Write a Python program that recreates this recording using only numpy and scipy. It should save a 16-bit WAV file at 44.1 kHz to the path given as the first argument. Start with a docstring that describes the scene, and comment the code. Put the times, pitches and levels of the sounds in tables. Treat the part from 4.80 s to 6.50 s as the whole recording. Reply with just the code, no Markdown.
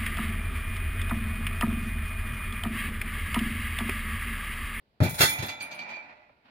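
"""A dumbbell handle loaded with iron plates is set down on end on a small workshop's wooden floor.
At 0.2 s its edge thuds into the boards, and the shaken floor sets stored gear rattling.
At 0.4 s the stack tips flat and the plates slap together in a bright, ringing clank.
As it rocks to rest, the steel collar tinkles and a loose plate clinks on the bar until about 1.2 s.
The rattle dies away, and at 1.6 s a shoe shuffles softly."""
import sys
import numpy as np
from scipy import signal
from scipy.fft import rfft, irfft
from scipy.io import wavfile

SR = 44100
rng = np.random.default_rng(int(sys.argv[2]) if len(sys.argv) > 2 else 0)


def generate_wav(signal):
    """Clip the signal to [-1, 1] and save it as 16-bit WAV at the path in sys.argv[1]."""
    frames = np.transpose(np.atleast_2d(signal))
    scaled = np.clip(frames, -1, 1) * 32767
    pcm = np.round(scaled).astype(np.int16)
    wavfile.write(sys.argv[1], SR, pcm)


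N = 74970
T = np.arange(SR) / SR  # one second, the length of a one-shot
LN_1000 = np.log(1000)  # a 60 dB decay
TAP_RISE_S, TICK_RISE_S, KNOCK_RISE_S = .008, .009, .004

# plate hits: t/s, clash level/dB, attack/s, tilt/(dB/octave), ring level/dB, favoured f/Hz
CLANKS = [(0.2026, -34, .001, -6, -52, 1320), (.222, -31, 0.013, -0.5, -37.5, 1362),
          (.288, -45, 0.0074, 8, -53.5, 2700), (0.337, -41.5, .008, 4, -51, 9860),
          (.380, -25, 0.012, 1, -32.5, 7000), (0.4054, -15, 0.0018, 0.5, -24, 1400),
          (.414, -16.5, 0.0035, 0.5, -25, 4560), (.428, -21, .003, -1.5, -30, 884),
          (0.584, -40.5, .003, 0, -44.5, 6430), (.621, -32, 0.006, -2, -39, 3500),
          (.682, -45.5, 0.003, -0.5, -39.5, 3860)]
# noisy body of the clash: f/Hz, level/dB, t60/s
CLASH_BANDS = [(80, -9.5, 1), (230, 0.5, 0.087), (880, 3, 0.21), (1000, 2, 0.15), (1640, 4.5, 0.23),
               (2300, 4.5, 0.11), (2950, -2, 0.23), (3500, 0.5, 0.3), (4600, 0.5, 0.25), (6100, -9.5, 0.37),
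               (6200, -5, 0.36), (8600, -8, 0.23), (9720, -3.5, 0.3), (12200, -7, 0.22), (15500, -10, .26)]
# ringing tail of the plates, one list each: f/Hz, level/dB, t60/s
PLATE_HZ = [884, 1362, 1404, 1507, 1794, 1975, 2032, 2067, 2336, 2683, 2712, 3415, 3476, 3510, 3768, 3979,
            4457, 4672, 5110, 5663, 6429, 6720, 7019, 9863, 10860]
PLATE_DB = [-13, -15.5, -7.5, -8, -6.5, -7.5, -5, -9.5, -11, -3, -3.5, -5.5, -4.5, -6.5, -15, -4.5, -7, -6,
            -6, -9.5, -6.5, -13.5, -11, -10, -9.5]
PLATE_T60_S = [0.89, 0.9, 0.17, 0.12, 0.22, 0.21, 0.45, 0.27, 0.23, 0.13, 0.15, 0.18, 0.47, 0.22, 0.61, 0.3,
               0.16, 0.1, 0.2, 0.17, 0.17, 0.54, 0.2, 0.16, 0.11]
def plates():
    """Iron faces chatter together: a bright clash that leaves clear tones ringing."""
    clash, tones, hz = np.zeros((2, N)), np.zeros((2, N)), np.array(PLATE_HZ)
    for s, clash_db, rise_s, tilt_db, ring_db, favoured_hz in CLANKS:
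        boost_db = 7 * np.exp(-(np.log2(hz / favoured_hz) / 0.06) ** 2)  # a narrow bell
        mode_db = PLATE_DB + tilt_db * np.log2(hz / 3000) + boost_db
        add(clash, s, amp(clash_db) * dense_modes(CLASH_BANDS, rise_s, tilt_db))
        add(tones, s, amp(ring_db) * ring(hz, mode_db, PLATE_T60_S, rise_s, waver_db=2.5))
    return stack_colour(clash) + tones


# notches between the stack's groups of modes: f/Hz, width/Hz, depth/dB
STACK_NOTCHES = [(1090, 70, 7), (2580, 60, 10), (2900, 120, 14), (4830, 80, 17), (6080, 130, 9),
                 (7850, 200, 12)]
def stack_colour(x):
    """The stack's resonances as a static EQ: fine random peaks and a few deep notches."""
    hz = np.fft.rfftfreq(SR, 1 / SR)
    ripple = unit_rms(signal.resample(rng.standard_normal(SR // 2 // 45), len(hz)))  # a point per 45 Hz
    ripple_db = 2.5 * ripple * np.minimum(hz / 1500, 1)
    notch_db = sum(db * np.exp(-((hz - centre) / width) ** 2) for centre, width, db in STACK_NOTCHES)
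    log_gain = np.log(amp(ripple_db - notch_db))
    mirrored = np.concatenate([log_gain, log_gain[-2:0:-1]])
    minimum_phase = np.exp(np.conj(signal.hilbert(mirrored)))  # keeps the attacks sharp
    taps = np.fft.ifft(minimum_phase).real[:SR // 10]
    return signal.fftconvolve(x, taps[None] / np.linalg.norm(taps), axes=1)[:, :N]


# blows on the floor: t/s, level/dB, contact/s
THUDS = [(0.2036, -22.5, 0.0017), (0.212, -13.5, 0.0048), (0.2212, -17.5, 0.0015), (0.258, -33, 0.0016),
         (0.401, -26.5, 0.003), (0.433, -29, 0.0015), (0.49, -37, 0.021), (0.588, -31.5, 0.0049),
         (0.5961, -29, 0.0065), (.629, -34, 0.0024)]
# low boom of the floor: f/Hz, level/dB, t60/s
FLOOR_MODES = [(96.8, -9.5, 0.31), (120, 0.5, 0.066), (149, 4, 0.047), (252.8, -6, 0.16), (293, -17, 0.14),
               (358.2, -10.5, 0.13), (584, -15.5, 0.2), (609, -4.5, 0.16)]
# woody body of the boards: f/Hz, level/dB, t60/s
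BOARD_BANDS = [(29.7, -7, 0.8), (69.6, -1, .55), (125, 9.5, 0.17), (300, 2.5, 0.21), (664, -1, 0.3),
               (1200, -22, 0.35), (4000, -34, .15), (16000, -60, .1)]
def floor():
    """Each blow pushes the floor for some milliseconds; a longer contact gives a duller thud."""
    out = np.zeros((2, N))
    hz, db, t60 = np.transpose(FLOOR_MODES)
    boom = -(pan(hz) * amp(db)) @ damped_waves(hz, t60).imag
    for s, level_db, contact_s in THUDS:
        push = np.sin(np.pi * T[T < contact_s] / contact_s) ** 2
        wood = boom + amp(-5.5) * dense_modes(BOARD_BANDS, contact_s)
        add(out, s, amp(level_db) * signal.fftconvolve(wood, push[None] / push.sum(), axes=1))
    return out


# loose plate taps: t/s, ring level/dB, tilt/(dB/octave), tick level/dB
CLINKS = [(.235, -35.5, -6, -74), (.476, -31, -14, -45), (.515, -32, -37, -45), (.587, -40.5, 1, -41),
          (0.684, -37.5, 6.5, -41), (.800, -34, 4.5, -41), (.907, -42, 5, -42.5), (.984, -36.5, -0.5, -43),
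          (1.012, -39, -2.5, -65), (1.085, -40.5, -0.5, -48), (1.105, -38, -17, -50.5),
          (1.129, -37, -8.5, -54), (1.153, -41, -5, -57), (1.183, -46, -22.5, -70), (1.220, -49, -7.5, -66)]
# its ring, one list each: f/Hz, level/dB, t60/s
LOOSE_HZ = [2327, 2423, 3462, 4538, 4572, 5725, 6412, 6438, 7160, 8360, 11630, 12620, 14120]
LOOSE_DB = [0.5, -5, -17.5, -9.5, -11.5, -21, -20.5, -18.5, -20.5, -25, -40, -39, -37]
LOOSE_T60_S = [0.48, 0.44, 0.16, 0.18, 0.15, 0.12, 0.2, .2, 0.09, 0.15, .28, .28, .28]
# its contact tick: f/Hz, level/dB, t60/s
TICK_BANDS = [(80, -12, .3), (245.6, 0.5, 0.76), (490, -12.5, 0.6), (900, -3.5, .3), (2252, -0.5, 0.2),
              (4485, -3, 0.29), (5600, -16, 0.3), (8160, -26.5, .2), (15530, -35.5, 0.18)]
def loose_plate():
    """One plate taps the bar as the stack rocks; its two lowest modes beat."""
    out, octaves = np.zeros((2, N)), np.log2(np.array(LOOSE_HZ) / LOOSE_HZ[0])
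    for s, ring_db, tilt_db, tick_db in CLINKS:
        mode_db = LOOSE_DB + tilt_db * octaves
        add(out, s, amp(ring_db) * ring(LOOSE_HZ, mode_db, LOOSE_T60_S, TAP_RISE_S, waver_db=2))
        add(out, s, amp(tick_db) * dense_modes(TICK_BANDS, TICK_RISE_S, .06 * tilt_db))
    return out


# collar contacts: t/s, level/dB, favoured f/Hz
TINKLES = [(0.229, -34, 12400), (0.344, -35, 9300), (.486, -25, 10500), (0.491, -27.5, 13000),
           (0.522, -30.5, 10260), (0.527, -38, 14900), (0.56, -39.5, 11400), (.656, -37, 12200),
           (0.803, -50, 13700), (0.817, -37.5, 10000), (0.94, -48, 10050)]
# its glassy ring, one list each: f/Hz, level/dB
COLLAR_HZ = [9640, 9870, 10240, 10850, 11620, 12600, 13780, 14720, 15300, 15530]
COLLAR_DB = [-1, -8, -8.5, -11, -13, -7.5, -2, -5, -1, -1]
# scrape around the favoured pitch: offset/Hz, level/dB
SCRAPE_SHAPE = [(-6000, -21.5), (-900, -16.5), (2.5, 1), (900.5, -15.5), (6003, -15)]
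def collar():
    """The steel collar tinkles with a little scrape; each contact favours one group of modes."""
    tones, scrape, t60 = np.zeros((2, N)), np.zeros((2, N)), 0.15
    for s, db, favoured_hz in TINKLES:
        cut_db = np.minimum(9 * abs(np.array(COLLAR_HZ) - favoured_hz) / 2000, 22)
        add(tones, s, amp(db) * ring(COLLAR_HZ, COLLAR_DB - cut_db, t60, TAP_RISE_S, waver_db=3))
        bands = [(favoured_hz + offset_hz, level_db, t60) for offset_hz, level_db in SCRAPE_SHAPE]
        add(scrape, s, amp(db - 10) * dense_modes(bands, TICK_RISE_S))
    return tones + stack_colour(scrape)


# fader ride of the rattle: t/s, level/dB
RATTLE_FADER = [(.2, -47), (.26, -32), (.33, -43.5), (.5, -41.5), (.7, -42), (.8, -48), (.95, -47),
                (1.1, -42.5), (1.2, -46), (1.33, -53.5), (1.45, -60), (1.6, -70), (1.7, -63.5)]
# clear tones shared out among the pieces of gear: f/Hz, level/dB
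GEAR_MODES = [(232, -15.5), (285, -13), (605, -2.5), (719, -3.5), (751, -9.5), (845, -4), (883, -5),
              (965, -1), (1384, -7.5), (1437, -9), (1841, -7.5), (1992, -5.5)]
def gear_rattle():
    """Many small random knocks of stored metal, each piece with its own tones, fade as the floor settles."""
    out, pieces, knocks_per_s = np.zeros((2, N)), 6, 170
    for piece in range(pieces):
        triggers = rng.random(N) < knocks_per_s / pieces / SR
        hits = triggers * amp(1.5 * rng.standard_normal(N))
        hz, db = np.transpose(GEAR_MODES[piece::pieces])
        body = knock(t60=0.27) + ring(hz, db, t60=0.29, rise_s=KNOCK_RISE_S, waver_db=2)
        out += signal.fftconvolve(hits[None], body, axes=1)[:, :N]
    t = np.arange(N) / SR
    fader = amp(np.interp(t, *np.transpose(RATTLE_FADER)))
    return unit_rms(out) * fader * (t > THUDS[0][0])  # silent until the first thud


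# accents in the rattle: t/s, level/dB, tilt/(dB/octave)
JOLTS = [(.684, -41.5, -5), (1.293, -50, -2), (1.322, -49.5, -1), (1.492, -60, -5)]
def gear_jolts():
    """Single firmer knocks of the gear stand out of the rattle."""
    out = np.zeros((2, N))
    for s, db, tilt_db in JOLTS:
        add(out, s, amp(db) * knock(t60=0.094, tilt_db=tilt_db))
    return out


# midrange colour of a knock: f/Hz, level/dB
KNOCK_COLOUR = [(60, -7.5), (170, -21), (260, -7.5), (450, -15), (620, 1.5), (900, 0), (1120, -6),
                (1400, 0.5), (1560, -5), (2000, -3), (2500, 1), (3000, -16), (4300, -15.5), (6000, -32),
                (16000, -65)]
def knock(t60, tilt_db=0):
    """One piece of stored metal is bumped: a dull, decaying burst of noise."""
    attack = np.minimum(T / KNOCK_RISE_S, 1)
    return noise(KNOCK_COLOUR, SR, tilt_db) * attack * np.exp(-LN_1000 * T / t60)


# shoe moves: t/s, level/dB, attack/s
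SHUFFLES = [(1.634, -58.5, 0.025), (1.672, -59.5, 0.013)]
# body of a scuff: f/Hz, level/dB, t60/s
SCUFF_BANDS = [(59.8, -31, 0.24), (259, 8, 0.37), (458, -15, 0.46), (760, 4.5, 0.3), (2468, -2, 0.23),
               (4650, -12, 0.39), (6400, -35, 0.17)]
def shoe():
    """A sole scuffs softly on the boards."""
    out = np.zeros((2, N))
    for s, db, rise_s in SHUFFLES:
        add(out, s, amp(db) * dense_modes(SCUFF_BANDS, rise_s))
    return out


def wall_echoes(x, t60=0.13, echoes_per_s=2000, predelay_s=.004):
    """Close wooden walls throw back short, sparse echoes."""
    taps = rng.choice([-1., 1.], (2, SR)) * (rng.random((2, SR)) < echoes_per_s / SR)
    taps *= (T > predelay_s) * np.exp(-LN_1000 * T / t60)
    return signal.fftconvolve(x, taps / np.linalg.norm(taps[0]), axes=1)[:, :N]


# dark bed of room tone: f/Hz, level/dB
AIR_COLOUR = [(25, 10), (130, -3.5), (650, -10), (1200, -16.5), (4700, -22.5), (6200, -40)]
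def room_tone():
    """The still air of the workshop, faint and steady."""
    return amp(-66.5) * noise(AIR_COLOUR, N)


# stereo image of the microphone pair: f/Hz, left-right correlation, left minus right/dB
STEREO_IMAGE = [(100, 0.89, 4), (300, 0.98, 3), (640, 0.64, -3.5), (1284, -0.57, -1.5), (2343, 0.3, -4),
                (4240, -0.084, -3), (9100, -0.092, -1.5), (14000, 0.16, 3)]
def pan(hz):
    """Left and right gain at each frequency."""
    return amp(np.outer([.5, -.5], curve(STEREO_IMAGE, hz, column=2)))


def noise(colour, size, tilt_db=0):
    """Coloured stereo noise of rms 1, then tilted by tilt_db per octave about 3 kHz."""
    hz = np.fft.rfftfreq(size, 1 / SR)
    left, spare = rfft(rng.standard_normal((2, size)))
    correlation = curve(STEREO_IMAGE, hz)
    right = correlation * left + np.sqrt(1 - correlation ** 2) * spare
    spectrum = np.array([left, right]) * pan(hz) * amp(curve(colour, hz))
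    tilt = amp(tilt_db * np.log2(np.maximum(hz, 500) / 3000))
    return irfft(spectrum * tilt, size) / irfft(spectrum, size).std()


def dense_modes(bands, rise_s, tilt_db=0):
    """Countless close modes blur into noise: they build up, then each band dies at its own speed."""
    hz, t, frames = signal.stft(noise(bands, SR, tilt_db), SR, nperseg=256)
    t60 = curve(bands, hz, column=2)[:, None]
    decay = amp(-60 * np.maximum(t - rise_s, 0) / t60)
    return signal.istft(frames * decay, SR, nperseg=256)[1][:, :SR] * build_up(rise_s)


def ring(hz, db, t60, rise_s, waver_db):
    """Clear metal modes, struck a little differently each time, wavering in level."""
    hz, wavers_per_s = np.array(hz, float), 90
    gain = pan(hz) * amp(db + 1.5 * rng.standard_normal(len(hz)))
    phase = 2 * np.pi * rng.random(len(hz))
    # each mode is out of step at the two microphones
    phase_gap = np.arccos(curve(STEREO_IMAGE, hz)) * rng.choice([-1, 1], len(hz))
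    phase = phase + np.outer([.5, -.5], phase_gap)
    points = rng.standard_normal((len(hz), wavers_per_s))
    waver = np.array([np.interp(T * wavers_per_s, np.arange(wavers_per_s), row) for row in points])
    waves = damped_waves(hz, t60) * amp(waver_db * waver)
    return ((gain * np.exp(1j * phase)) @ waves).real * build_up(rise_s)


def damped_waves(hz, t60):
    """One decaying complex sinusoid per mode."""
    return np.exp(np.outer(2j * np.pi * hz - LN_1000 / np.array(t60), T))


def build_up(rise_s):
    """A contact closes gradually: the level climbs evenly through 20 dB."""
    return amp(-20 * np.maximum(1 - T / rise_s, 0))


def curve(table, hz, column=1):
    """One column of a table, interpolated on a log-frequency axis."""
    table = np.array(table)
    return np.interp(np.log(hz + 1), np.log(table[:, 0] + 1), table[:, column])


def amp(db):
    """Decibels to gain."""
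    return 10 ** (np.asarray(db) / 20)


def unit_rms(x):
    """Scales to rms 1."""
    return x / np.sqrt(np.mean(x ** 2) + 1e-20)


def add(mix, s, sound):
    """Drops a stereo sound into the mix at time s."""
    part = mix[:, round(s * SR):][:, :sound.shape[1]]
    part += sound[:, :part.shape[1]]


def scene():
    """The mix: only the dumbbell's metal is sent to the wall echoes."""
    metal = plates() + loose_plate() + collar()
    dumbbell = metal + floor() + amp(-14.5) * wall_echoes(metal)
    return dumbbell + gear_rattle() + gear_jolts() + shoe() + room_tone()


def record(dry, low_cut_hz=77, high_cut_hz=16000):
    """The microphone's bass roll-off and the recorder's band limit."""
    low_cut = signal.butter(2, low_cut_hz, "high", fs=SR, output="sos")
    high_cut = signal.firwin(511, high_cut_hz, window=("kaiser", 9), fs=SR)
    return signal.oaconvolve(signal.sosfilt(low_cut, dry), high_cut[None], "same")


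dry = scene()
out = record(dry)
generate_wav(out)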